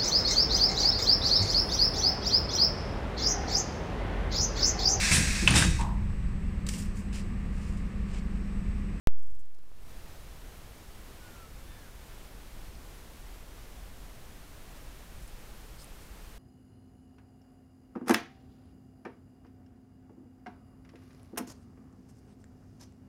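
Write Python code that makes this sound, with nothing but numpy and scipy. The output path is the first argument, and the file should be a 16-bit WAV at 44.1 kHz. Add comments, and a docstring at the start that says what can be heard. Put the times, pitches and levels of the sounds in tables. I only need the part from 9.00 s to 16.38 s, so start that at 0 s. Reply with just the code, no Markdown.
"""Pheasants walk through a foggy field, the grass rustling and ticking under their feet.
Each step bends stems and brushes blades, a swarm of tiny clicks; now and then a stalk snaps.
Small wings flutter off in whooshes and feather swishes, and a far bird gives two falling whistles.
A trail camera beside a feeder wakes at the start: its microphone switches on with a pop,
then the scene fades in on a bed of steady hiss and low outdoor rumble."""
import sys
import numpy as np
from scipy import signal
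from scipy.fft import rfft, irfft
from scipy.io import wavfile

SR = 44100
rng = np.random.default_rng(int(sys.argv[2]) if len(sys.argv) > 2 else 0)


def persist_wave(psi):
    """Save psi, clipped to +-1, as 16-bit WAV."""
    counts = np.round(np.clip(psi, -1, 1) * 32767).astype(np.int16)
    wavfile.write(sys.argv[1], SR, np.atleast_2d(counts).T)


N = 325458
TIME = np.arange(N) / SR

# Levels are set ahead of the microphone's fade-in.
# EQ curve of the outdoor rumble: f/Hz, relative level/dB
RUMBLE_EQ = [(4.7, -32), (8.0, 0), (43, -1), (92, -13), (300, -22), (390, -55), (660, -120)]
# EQ curve of the microphone hiss: f/Hz, relative level/dB
HISS_EQ = [(180, -28), (320, 0), (500, -2), (900, -5), (1500, -7.5), (2800, -10.5), (5000, -14),
           (8000, -16), (12500, -17), (14900, -18), (15800, -22)]
# far whistles: start t/s, length/s, first f/Hz, last f/Hz, arch above a straight fall/Hz, level/dB
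BIRD_WHISTLES = [(2.171, .31, 1546, 1296, -15.5, -60.5), (2.645, .265, 1790, 1390, 150.5, -63)]
# strokes of small wings: t/s, relative air level/dB, feather level/dB
WING_STROKES = [(.189, -23, -54), (0.229, -12, -56), (0.266, -6, -55), (0.304, 2, -56), (0.349, -3, -57),
                (0.397, -5, -52.5), (0.434, -14, -68)]
# dull ticks: t/s, peak level/dB
DULL_TICKS = [(0.588, -36), (0.64, -40), (0.679, -41), (0.717, -36)]
# snapping stalks: t/s, peak level/dB, centre f/Hz, width/octaves
STALK_SNAPS = [(.229, -36, 7000, 0.6), (3.753, -46, 4900, 0.34), (6.277, -45, 9500, 0.14),
               (6.844, -40, 9400, .2)]
# feet in the grass: middle t/s, length/s, blade level/dB, stem level relative to the blades/dB
FOOTSTEPS = [(.459, .012, -58, -12), (0.549, .014, -56, -5), (.589, .012, -57, -2),
             (6.232, 0.058, -62, -10), (6.287, .035, -61.5, -9), (6.818, .078, -58, -2),
             (7.027, 0.054, -63, -7)]


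def gain_of(db):
    """Decibels to a gain factor."""
    return 10 ** (np.asarray(db) / 20)


def unit_rms(x):
    """Normalises to rms 1."""
    return x / np.sqrt(np.mean(x ** 2) + 1e-20)


def add(mix, start_s, sound):
    """Drops a sound into the mix at start_s."""
    part = mix[max(round(start_s * SR), 0):][:len(sound)]
    part += sound[:len(part)]


def shaped_noise(eq):
    """A noise bed shaped by an EQ curve, at rms 1."""
    hz, db = np.transpose(eq)
    bins = np.fft.rfftfreq(N, 1 / SR)
    curve_db = np.interp(np.log(bins + 1), np.log(hz + 1), db)
    return unit_rms(irfft(rfft(rng.standard_normal(N)) * gain_of(curve_db), N))


def band(x, hz, octaves):
    """Passes x through one bell-shaped resonance, at rms 1."""
    octaves_away = np.log2((np.fft.rfftfreq(len(x), 1 / SR) + 1) / hz) / octaves
    return unit_rms(irfft(rfft(x) * np.exp(-octaves_away ** 2 / 2), len(x)))


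def drift(size, rate_hz):
    """Smooth random modulation, at about rms 1."""
    rolloff = np.exp(-(np.fft.rfftfreq(N, 1 / SR) / rate_hz) ** 2)
    return unit_rms(irfft(rfft(rng.standard_normal(N)) * rolloff, N))[:size]


def brush(length_s, hz, octaves, slips_per_s=4000, noise_floor=0.086):
    """Blades, stems or feathers slip past each other: a swarm of tiny clicks that swells and fades."""
    size = int(length_s * SR)
    slips = rng.standard_normal(size) * (noise_floor + (rng.random(size) < slips_per_s / SR))
    return band(slips, hz, octaves) * signal.windows.cosine(size)


def background(rumble_db=-46.5, hiss_db=-54.5):
    """The bed: low open-air rumble under microphone hiss, each wavering slightly in level."""
    rumble = shaped_noise(RUMBLE_EQ) * gain_of(rumble_db + 0.5 * drift(N, rate_hz=5.4))
    hiss = shaped_noise(HISS_EQ) * gain_of(hiss_db + 0.38 * drift(N, rate_hz=5.4))
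    return rumble + hiss


def tree_line(dry, t60_s=0.7, wet_db=-9):
    """Far trees scatter a faint reverb tail back over the field."""
    t = TIME[:SR]
    echoes = rng.standard_normal(SR) * (rng.random(SR) < 2000 / SR) * gain_of(-60 * t / t60_s)
    return dry + gain_of(wet_db) * signal.fftconvolve(dry, echoes / np.linalg.norm(echoes))[:N]


def far_bird(attack_s=0.064, release_s=0.04, sag_db=-5, waver=0.0112, flutter_db=0.5):
    """Nearly pure whistles glide down an arch, sag in level halfway and get duller as they drop."""
    out = np.zeros(N)
    for start, length, first_hz, last_hz, arch_hz, db in BIRD_WHISTLES:
        t = np.arange(0, length, 1 / SR)
        progress = t / length
        arch = 4 * progress * (1 - progress)
        hz = first_hz + (last_hz - first_hz) * progress + arch_hz * arch
        phase = 2 * np.pi * np.cumsum(hz * (1 + waver * drift(len(t), rate_hz=48))) / SR
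        overtone_gain = gain_of(48 * np.log2(hz / 1880))  # loses 48 dB per octave below 1880 Hz
        tone = np.sqrt(2) * (np.sin(phase) + overtone_gain * np.sin(2 * phase))
        envelope = np.minimum(t / attack_s, 1) * np.minimum((length - t) / release_s, 1)
        level = gain_of(db + sag_db * arch ** 10 + flutter_db * drift(len(t), rate_hz=30))
        add(out, start, tone * envelope * level)
    return out


def switch_on_pop(on_s, step_db=-13.5, settle_s=0.25, curve=0.96):
    """The microphone's bias voltage jumps, then drains away through its coupling capacitor."""
    age = np.maximum(TIME - on_s, 0)
    return gain_of(step_db) * (TIME >= on_s) * np.exp(-(age / settle_s) ** curve)


def wings(whoosh_s=0.0219, swish_s=0.039, swish_lag_s=0.005, dip_s=0.014, dip_lag_s=0.023):
    """A small bird takes off close by: a low whoosh, a feather swish, a pressure dip on each return."""
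    out = np.zeros(N)
    size = int(whoosh_s * SR)
    for middle, air_db, feather_db in WING_STROKES:
        whoosh = band(rng.standard_normal(size), hz=225, octaves=0.43) * signal.windows.cosine(size)
        swish = brush(swish_s, hz=7700, octaves=0.58)
        dip = -np.hanning(int(dip_s * SR))
        add(out, middle - whoosh_s / 2, gain_of(air_db - 47) * whoosh)
        add(out, middle + swish_lag_s - swish_s / 2, gain_of(feather_db) * swish)
        add(out, middle + dip_lag_s - dip_s / 2, gain_of(air_db - 27) * dip)
    return out


def ticks(tick_s=0.00092):
    """Dull ticks: single short pressure pulses with no ring."""
    out = np.zeros(N)
    for middle, db in DULL_TICKS:
        add(out, middle - tick_s / 2, -gain_of(db) * np.hanning(int(tick_s * SR)))
    return out


def snapping_stalks(decay_s=0.00098):
    """Stalks break with a bright crack that dies almost at once."""
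    out = np.zeros(N)
    t = TIME[:SR // 50]
    for start, peak_db, hz, octaves in STALK_SNAPS:
        crack = band(rng.standard_normal(len(t)), hz, octaves) * np.exp(-t / decay_s)
        add(out, start, gain_of(peak_db) * crack / abs(crack).max())
    return out


def pheasant_steps(blade_hz=8060, blade_octaves=0.5, stir_span_s=(5.55, 7.25), stir_db=-71.5):
    """Each step bends the stems, which ring briefly, and brushes the thin, brighter blades."""
    out = np.zeros(N)
    for middle, length, blade_db, stem_db in FOOTSTEPS:
        start = middle - length / 2
        blades = brush(length, blade_hz, blade_octaves)
        stems = brush(length, hz=4600, octaves=0.23)
        ring = brush(length / 2, hz=5150, octaves=0.04)
        add(out, start, gain_of(blade_db) * blades)
        add(out, start - 0.15 * length, gain_of(blade_db + stem_db) * stems)  # stems lead slightly
        add(out, middle - length / 4, gain_of(blade_db + stem_db - 1) * ring)
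    # a pheasant close by stirs the grass faintly at random moments
    for start in rng.uniform(*stir_span_s, size=10):
        add(out, start, gain_of(stir_db) * brush(0.04, blade_hz, blade_octaves))
    return out


def scene():
    """The mono mix: the bed and the far bird behind close grass and wings."""
    ambience = background() + tree_line(far_bird())
    return (ambience + pheasant_steps() + snapping_stalks() + wings() + ticks())[None]


def record(dry, on_s=0.07256, held_db=-15, fade_from_s=0.51, fade_to_s=0.91, cutoff_hz=15800):
    """Silence, then the pop; the input is held low, opens ever faster and passes a high cut."""
    fade = np.clip((TIME - fade_from_s) / (fade_to_s - fade_from_s), 0, 1) ** 1.66
    gain = gain_of(held_db * (1 - fade)) * (TIME >= on_s)
    high_cut = signal.firwin(255, cutoff_hz, window=("kaiser", 8), fs=SR)
    return signal.oaconvolve(dry * gain + switch_on_pop(on_s), high_cut[None], "same", axes=1)


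dry = scene()
out = record(dry)
persist_wave(out)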